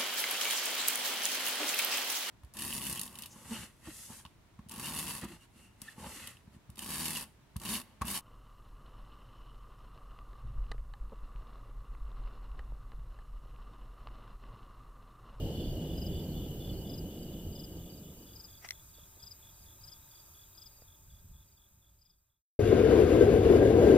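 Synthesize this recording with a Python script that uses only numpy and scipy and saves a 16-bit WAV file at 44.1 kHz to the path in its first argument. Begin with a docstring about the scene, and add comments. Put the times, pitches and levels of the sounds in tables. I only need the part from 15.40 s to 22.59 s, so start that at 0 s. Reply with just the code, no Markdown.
"""A stormy summer night outdoors. A roll of thunder dies away over the mutter of a far storm.
From the start, in a soft hiss, tree crickets trill and katydids buzz very high; small crickets pulse
evenly and field crickets chirp, all by wing strokes. Near 3.2 s the roll and trill are gone; something
is handled close by: a scuff, a sharp plastic click, dull bumps. Faint peals follow; the night fades out."""
import sys
import numpy as np
from scipy import signal
from scipy.fft import rfft, irfft, next_fast_len
from scipy.io import wavfile
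from scipy.ndimage import uniform_filter1d, map_coordinates

SR = 44100
rng = np.random.default_rng(int(sys.argv[2]) if len(sys.argv) > 2 else 0)


def unload_audio(sound):
    """Save the sound as a 16-bit wav file, at the path given as the first command line argument."""
    columns = np.transpose(np.atleast_2d(sound))
    # keep every value between -1 and 1, then stretch to whole-number steps
    steps = np.round(np.clip(columns, -1, 1) * 32767)
    wavfile.write(sys.argv[1], SR, steps.astype(np.int16))


N = 317079
T = np.arange(N) / SR

# Katydid rasp spectrum. Each row: frequency in Hz, relative density in dB.
BUZZ_SPECTRUM = [(7000, -31), (10000, -37.5), (12300, 0.5), (13200, 2.5), (14000, 8.5), (15000, 4),
                 (15800, -19)]
# Wing strokes of a field cricket's chirp. Each row: delay in s, length in s, gain in dB, pitch in Hz.
WING_STROKES = [(-.029, 0.019, -15, 4860), (0, .027, -4.5, 5038), (0.04, 0.027, -3, 5045),
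                (0.084, 0.026, -2.5, 5050)]
# Fade of insects, air and hum. Each row: time in s, linear gain.
NIGHT_FADE = [(0, 1), (4.9, 0.94), (5.65, 0.56), (6.45, 0.26), (7.03, 0.0043)]


def amp(db):
    """Decibels to gain."""
    return 10 ** (np.asarray(db) / 20)


def unit(x):
    """Scale to rms 1."""
    return x / np.sqrt(np.mean(x ** 2) + 1e-20)


def curve(rows):
    """One value per sample from (s, value) rows."""
    return np.interp(T, *np.transpose(rows))


def wobble(rate_hz):
    """Smooth random curve, rate_hz knots a second."""
    return map_coordinates(rng.standard_normal(int(N * rate_hz / SR) + 4), [T * rate_hz])


def filtered(x, response):
    """Apply a frequency response, given as a function of Hz."""
    size = next_fast_len(N + 8192)
    return irfft(rfft(x, size) * response(np.fft.rfftfreq(size, 1 / SR)), size)[..., :N]


def coloured(x, spectrum):
    """x shaped by (Hz, dB) points, at rms 1."""
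    points_hz, db = np.transpose(spectrum)
    return unit(filtered(x, lambda hz: amp(np.interp(np.log(hz + 1), np.log(points_hz), db))))


def noise(spectrum):
    """Noise of rms 1 with this spectrum."""
    return coloured(rng.standard_normal(N), spectrum)


def patchy(x, depth_db):
    """Each band of a distant wash swells and sinks on its own."""
    bands = signal.stft(x, nperseg=512)[2]
    swell = uniform_filter1d(rng.standard_normal(bands.shape), size=7, axis=-2)
    swell = uniform_filter1d(swell, size=16, axis=-1)
    return unit(signal.istft(bands * amp(depth_db * unit(swell)), nperseg=512)[1][..., :N])


def stereo(mid, side):
    """Left and right from mid and side."""
    return np.array([mid + side, mid - side])


def placed(x, left_db, lead_ms):
    """Off-centre source: level and time lead of left over right."""
    sides = np.array([[.5], [-.5]])
    return amp(left_db * sides) * filtered(x, lambda hz: np.exp(2j * np.pi * hz * sides * lead_ms / 1000))


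def add(track, start_s, sound):
    """Mix a sound into a track."""
    start = max(round(start_s * SR), 0)
    part = track[start:start + len(sound)]
    part += sound[:len(part)]


def scatter(x, t60_s):
    """Diffuse echoes from grass and trees, different at each ear."""
    t = T[:SR // 3]
    tail = rng.standard_normal((2, len(t))) * amp(-60 * t / t60_s)
    return signal.fftconvolve(x[None], tail / np.linalg.norm(tail[0]), axes=1)[:, :N]


def thunder():
    """A lumpy roll dies away over deep muttering that swells in peals further off."""
    # Envelopes. Each row: time in s, relative level in dB.
    roll_levels = [(0, -38.5), (1.1, -43), (2.1, -46.5), (2.7, -53.5), (3.15, -67.5)]
    mutter_levels = [(0, -38.5), (1.8, -44.5), (3.1, -58.5), (4.0, -61), (5.4, -63), (6.2, -63.5),
                     (6.75, -73), (7.03, -91)]
    # Spectra of the roll, its faint upper edge and the mutter. 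Each row: frequency in Hz, density in dB.
    roll_spectrum = [(59, -47.5), (100, -15), (150, 2), (274, -6), (326, -4), (370, -7.5), (563, -13.5),
                     (760, -21.5), (1120, -39), (1300, -54), (1690, -48), (2860, -120)]
    fringe_spectrum = [(700, -16), (1500, -2), (2300, -2), (4000, -1.5), (8000, -35)]
    mutter_spectrum = [(15, -8.5), (32, -1), (60, 2), (95, 0.5), (140, -7), (200, -15), (320, -32.5),
                       (600, -57)]
    # Swells of the mutter. Each row: peak time in s, relative level in dB, half length in s.
    peals = [(0.045, -34, 0.018), (0.654, -39, 0.06), (1.35, -39.5, 0.042), (2.085, -42.5, 0.022),
             (4.257, -59.5, 0.059), (4.45, -55, 0.026), (5.709, -56, 0.038), (5.904, -52, 0.058)]
    roll = stereo(noise(roll_spectrum), amp(-42.5) * noise(roll_spectrum))
    roll += amp(-30) * noise(fringe_spectrum)
    roll *= amp(curve(roll_levels) + 1 + 1.05 * wobble(rate_hz=18))
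    roll *= np.clip((roll_levels[-1][0] - T) / 0.065, 0, 1)
    peal_power = sum(amp(db) ** 2 * np.exp(-.5 * ((T - s) / half_s) ** 2) for s, db, half_s in peals)
    mutter_power = amp(curve(mutter_levels) + 1.5 * wobble(rate_hz=12)) ** 2
    mutter = stereo(noise(mutter_spectrum), amp(-19.5) * noise(mutter_spectrum))
    mutter *= amp(-1) * np.sqrt(mutter_power + peal_power)
    mutter *= np.clip((NIGHT_FADE[-1][0] - T) / 0.053, 0, 1)
    return placed(roll + mutter, left_db=-0.45, lead_ms=-.04)


def air():
    """The wide, restless hiss of the night."""
    # Hiss spectra. Each row: frequency in Hz, relative density in dB.
    mid_spectrum = [(100, -1.5), (270, -0.5), (340, -0.5), (410, -1.5), (470, -9.5), (570, -0.5), (790, -6),
                    (910, 2.5), (1100, -6), (1230, 0), (1490, -7.5), (1600, -2.5), (1800, -11.5),
                    (2250, -11.5), (2500, -4.5), (2750, -12.5), (3900, -2), (4300, -18.5), (4850, -6),
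                    (5500, -11), (8000, -3), (9600, -9.5), (12000, -4), (15800, -16)]
    side_spectrum = [(100, -8.5), (500, -5), (1600, -13), (1750, -13), (2200, -21), (2500, -3.5),
                     (3200, -26), (4300, -22.5), (4850, -4), (5400, -12.5), (6400, 1.5), (8800, -2),
                     (10300, -14.5), (12000, -11), (15800, -12)]
    mid = amp(-64) * patchy(noise(mid_spectrum), depth_db=1.33)
    side = amp(-61) * patchy(noise(side_spectrum), depth_db=0.5)
    return stereo(mid, side)


def hum(width_hz=13):
    """Faint steady hum: narrow bands of noise under the hiss."""
    # Hum lines. Each row: frequency in Hz, level in dB.
    lines = [(334, -84), (398, -85), (565, -86), (890, -82), (1211, -86.5), (1610, -90.5)]
    response = lambda f: sum(amp(db) / (1 + (2 * (f - hz) / width_hz) ** 2) for hz, db in lines)
    rms = np.sqrt(sum(amp(db) ** 2 for _, db in lines))
    return rms * unit(filtered(rng.standard_normal(N), response))


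def stroke(length_s, hz, droop, bend, rough):
    """One wing stroke: the scraper slows along the file, so the tone swells and sags."""
    progress = np.linspace(0, 1, max(int(length_s * SR), 8))
    slip = np.interp(progress, np.linspace(0, 1, 12), rng.standard_normal(12))
    pitch_hz = hz * (1 - droop * progress ** bend + rough * slip)
    swell = np.abs(np.sin(np.pi * progress)) ** 1.18
    return np.sqrt(2) * swell * np.sin(2 * np.pi * np.cumsum(pitch_hz) / SR)


def tree_crickets(stroke_rate_hz=36.2):
    """One unbroken trill in a chorus near 3 kHz; both fall silent about halfway."""
    # Envelope of trill and chorus. Each row: time in s, relative level in dB.
    levels = [(0, -50.5), (.7, -54), (2.26, -60.5), (2.96, -70), (3.2, -84)]
    # Wash of the chorus. Each row: frequency in Hz, relative density in dB.
    chorus_spectrum = [(1000, -31), (1600, -18.5), (1900, -33.5), (2700, -19.5), (2860, -1), (2980, 4),
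                       (3100, -1.5), (3300, -8.5), (3600, -14.5), (4000, -22), (4400, -11.5), (4950, -13),
                       (5300, -19), (8000, -35.5)]
    end_s = levels[-1][0]
    song = np.zeros(N)
    for s in np.arange(0, end_s, 1 / stroke_rate_hz):
        gain = amp(rng.normal(0, 1.6))
        start_s = s + rng.normal(0, .0015)
        add(song, start_s, gain * stroke(length_s=0.018, hz=3070, droop=0.1, bend=1.46, rough=0.016))
    trill = amp(-8.5) * placed(unit(song), left_db=0.5, lead_ms=-0.046)
    chorus = patchy(np.array([noise(chorus_spectrum), noise(chorus_spectrum)]), depth_db=1.4)
    return amp(curve(levels) - 2.2) * np.clip((end_s - T) / 0.23, 0, 1) * unit(trill + chorus)


def katydid(stroke_rate_hz, sharpness):
    """Very fast wing strokes, each a puff of high rasp; alternate strokes differ in strength."""
    cycles = np.cumsum(stroke_rate_hz * (1 + .002 * wobble(rate_hz=3))) / SR
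    puffs = (.5 + .5 * np.cos(2 * np.pi * cycles)) ** sharpness
    puffs *= 1 + .12 * np.cos(np.pi * cycles)
    return coloured(puffs * rng.standard_normal(N), BUZZ_SPECTRUM)


def katydids():
    """Two buzzers beat against each other over a blur of further ones."""
    near = placed(katydid(stroke_rate_hz=186.2, sharpness=4), left_db=0, lead_ms=0.0016)
    far = placed(katydid(stroke_rate_hz=181.2, sharpness=3), left_db=4.5, lead_ms=-.004)
    blur = np.array([noise(BUZZ_SPECTRUM), noise(BUZZ_SPECTRUM)])
    # Buzz envelope. Each row: time in s, level in dB.
    levels = [(0, -63.5), (.8, -59.5), (3, -61.5), (3.9, -64), (4.6, -62), (7, -63)]
    return amp(curve(levels) + 0.32 * wobble(rate_hz=8)) * unit(near + amp(-4) * far + amp(-0.5) * blur)


def faint_chirps(rate_hz=3, fall_db_per_s=1.6):
    """Random, ever weaker calls of far field crickets, as (s, dB, Hz) rows."""
    slots_s = np.arange(0, N / SR, 1 / rate_hz)
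    jitter, spread_db, detune = rng.standard_normal((len(slots_s), 3)).T
    times_s = slots_s + .5 * jitter / rate_hz
    levels_db = -60 - fall_db_per_s * slots_s + spread_db
    pitches_hz = 4880 + 60 * detune
    return np.column_stack([times_s, levels_db, pitches_hz])


def distant_crickets():
    """Far field crickets, their chirps blurred by the vegetation."""
    # The clearest calls. Each row: time in s, relative level in dB, pitch in Hz.
    clear_chirps = [(.16, -57, 4520), (.76, -57, 4900), (.89, -58.5, 4490), (1.21, -59, 4930),
                    (1.30, -58.5, 4520), (1.33, -61, 4950), (1.79, -60, 4900), (2.50, -57, 4870),
                    (3.10, -59, 4870), (4.715, -61, 4900), (5.335, -61, 4940), (6.085, -61, 4880),
                    (6.70, -62, 4900)]
    song = np.zeros(N)
    for s, db, hz in [*clear_chirps, *faint_chirps()]:
        for delay_s, length_s, stroke_db, _ in WING_STROKES:
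            tone = stroke(length_s, hz, droop=0.1, bend=2.5, rough=.016)
            start_s = s + delay_s - length_s / 2 + rng.normal(0, .003)
            add(song, start_s, amp(db + stroke_db + rng.normal(0, 1.1)) * tone)
    return amp(1.5) * placed(song, left_db=-2, lead_ms=0.068) + amp(-6.5) * scatter(song, t60_s=0.2)


def small_cricket(bouts, stroke_rate_hz, min_strokes, hz, rough):
    """Evenly spaced chirps; each stroke sweeps down through the wing's resonance."""
    period_s, jitter_s = .237, .0027
    wing_hz, width_hz = 3490, 330
    song = np.zeros(N)
    for first_s, last_s, db in bouts:
        for centre_s in np.linspace(first_s, last_s, round((last_s - first_s) / period_s) + 1):
            strokes = np.arange(min_strokes + rng.integers(2))
            offsets_s = (strokes - strokes.mean()) / stroke_rate_hz
            chirp_db = db + rng.normal(0, 0.73)
            for s in centre_s + rng.normal(0, jitter_s) + offsets_s:
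                tone = stroke(length_s=.0165, hz=hz, droop=rng.uniform(.11, .16), bend=1.2, rough=rough)
                add(song, s - len(tone) / SR / 2, amp(chirp_db + rng.normal(0, 1)) * tone)
    return filtered(song, lambda f: 1j * f * width_hz / (wing_hz ** 2 - f ** 2 + 1j * f * width_hz))


def small_crickets():
    """Straight ahead, about four chirps a second; a hoarser neighbour sings along at first."""
    # Bouts of song. Each row: first chirp in s, last chirp in s, relative level in dB.
    lead_bouts = [(.25, 1.5, -56.5), (1.742, 5.222, -62.5), (5.512, 6.935, -61)]
    neighbour_bouts = [(.21, 1.255, -58.5)]
    lead = small_cricket(lead_bouts, stroke_rate_hz=46.5, min_strokes=4, hz=3664, rough=.014)
    neighbour = small_cricket(neighbour_bouts, stroke_rate_hz=43, min_strokes=6, hz=3612, rough=.046)
    neighbour_echo = scatter(neighbour, t60_s=0.09)
    centre_echo = amp(-4.5) * scatter(lead, t60_s=0.13)[0] + amp(-3) * neighbour_echo[0]
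    return amp(1) * lead + centre_echo + amp(-6) * neighbour_echo


def field_cricket():
    """A near cricket on the left: a faint lead-in and three full strokes a chirp."""
    # Its calls. Each row: time in s, relative level in dB.
    chirps = [(.585, -46.5), (1.503, -47), (2.161, -47), (2.965, -46.5), (3.835, -46), (4.444, -47),
              (5.184, -47), (6.622, -47)]
    song = np.zeros(N)
    for s, db in chirps:
        for delay_s, length_s, stroke_db, hz in WING_STROKES:
            tone = stroke(length_s, hz, droop=0.12, bend=3.9, rough=0.0015)
            add(song, s + delay_s - length_s / 2, amp(db + stroke_db + rng.normal(0, 0.49)) * tone)
    # Uneven teeth on the file add a faint rasp.
    rasp = amp(-20.5 + 3 * wobble(rate_hz=24)) * noise([(50, -5), (300, -1), (2500, -5), (5000, -28.5)])
    song *= 1 + rasp
    return placed(song, left_db=5.5, lead_ms=0.026) + amp(-12) * scatter(song, t60_s=0.12)


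def handling(scuff_s=3.251):
    """Something is handled close by: a brief, grainy scuff and a few dull bumps."""
    # Rubbing noise. Each row: frequency in Hz, relative density in dB.
    scuff_spectrum = [(250, -28.5), (450, -13.5), (750, -1), (930, -14.5), (1150, -2), (1500, -8),
                      (2050, 2.5), (2900, -11), (4300, -19), (5800, -7), (7200, -18), (8000, -18),
                      (10000, -29.5)]
    bump_spectrum = [(60, -2), (200, -5), (600, -3.5), (950, -18.5), (1500, -24), (2300, -21), (5000, -52)]
    # Soft knocks. Each row: peak time in s, level in dB, half length in s.
    bumps = [(3.247, -55.5, 0.0035), (3.586, -61, 0.0044), (3.773, -58.5, 0.0039), (5.391, -70, 0.0074),
             (5.422, -52.5, 0.0013)]
    rub = stereo(noise(scuff_spectrum), amp(-3.5) * noise(scuff_spectrum))
    rub *= amp(2.6 * wobble(rate_hz=250))
    scuff = amp(-50) * np.exp(-np.abs(T - scuff_s) / 0.014) * rub
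    bump_envelope = sum(amp(db) * np.exp(-.5 * ((T - s) / half_s) ** 2) for s, db, half_s in bumps)
    return scuff + bump_envelope * noise(bump_spectrum)


def plastic_click(attack_s=0.00056, crack_t60_s=0.014):
    """A plastic part on the left snaps in two steps; each impact is a crack and a very short ring."""
    # Impacts. Each row: start in s, relative level in dB, gain of the low modes in dB.
    impacts = [(3.2876, -33.5, -9.5), (3.2895, -46, 6), (3.3072, -26, -2.5), (3.3204, -52, 7.5)]
    # Modes of the part. Each row: frequency in Hz, gain in dB, 60 dB decay time in s.
    modes = [(2066, 3.5, 0.012), (2350, -8.5, 0.0063), (1810, -14, 0.006), (3350, -6.5, 0.011),
             (4200, -3, 0.01), (5400, -0.5, .006), (5660, 0, 0.0085), (7940, -9.5, .008),
             (9040, -32, 0.0075), (11000, -13, 0.0085)]
    # Dry crack. Each row: frequency in Hz, relative density in dB.
    crack_spectrum = [(300, -14), (1500, -0.5), (6000, 3.5), (7100, -10), (8200, -2), (9700, -9),
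                      (11500, 0.5), (15000, -0.5)]
    track, t = np.zeros(N), T[:SR // 20]
    for s, db, low_db in impacts:
        ring = sum(amp(mode_db + low_db * (hz < 2700) - 60 * t / t60_s) * np.sin(2 * np.pi * hz * t)
                   for hz, mode_db, t60_s in modes)
        crack = amp(-7.5 - 60 * t / crack_t60_s) * noise(crack_spectrum)[:len(t)]
        add(track, s, amp(db) * (ring + crack) * (1 - np.exp(-t / attack_s)))
    return placed(track, left_db=4.5, lead_ms=.1) + amp(-15) * scatter(track, t60_s=.03)


def scene():
    """All sources; insects, air and hum fade out together."""
    insects = field_cricket() + distant_crickets() + small_crickets() + tree_crickets() + katydids()
    night = (insects + air() + hum()) * curve(NIGHT_FADE)
    return night + thunder() + plastic_click() + handling()


def record(dry):
    """Brick-wall low-pass."""
    cutoff_hz = 15800
    return filtered(dry, lambda hz: hz < cutoff_hz)


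dry = scene()
out = record(dry)
unload_audio(out)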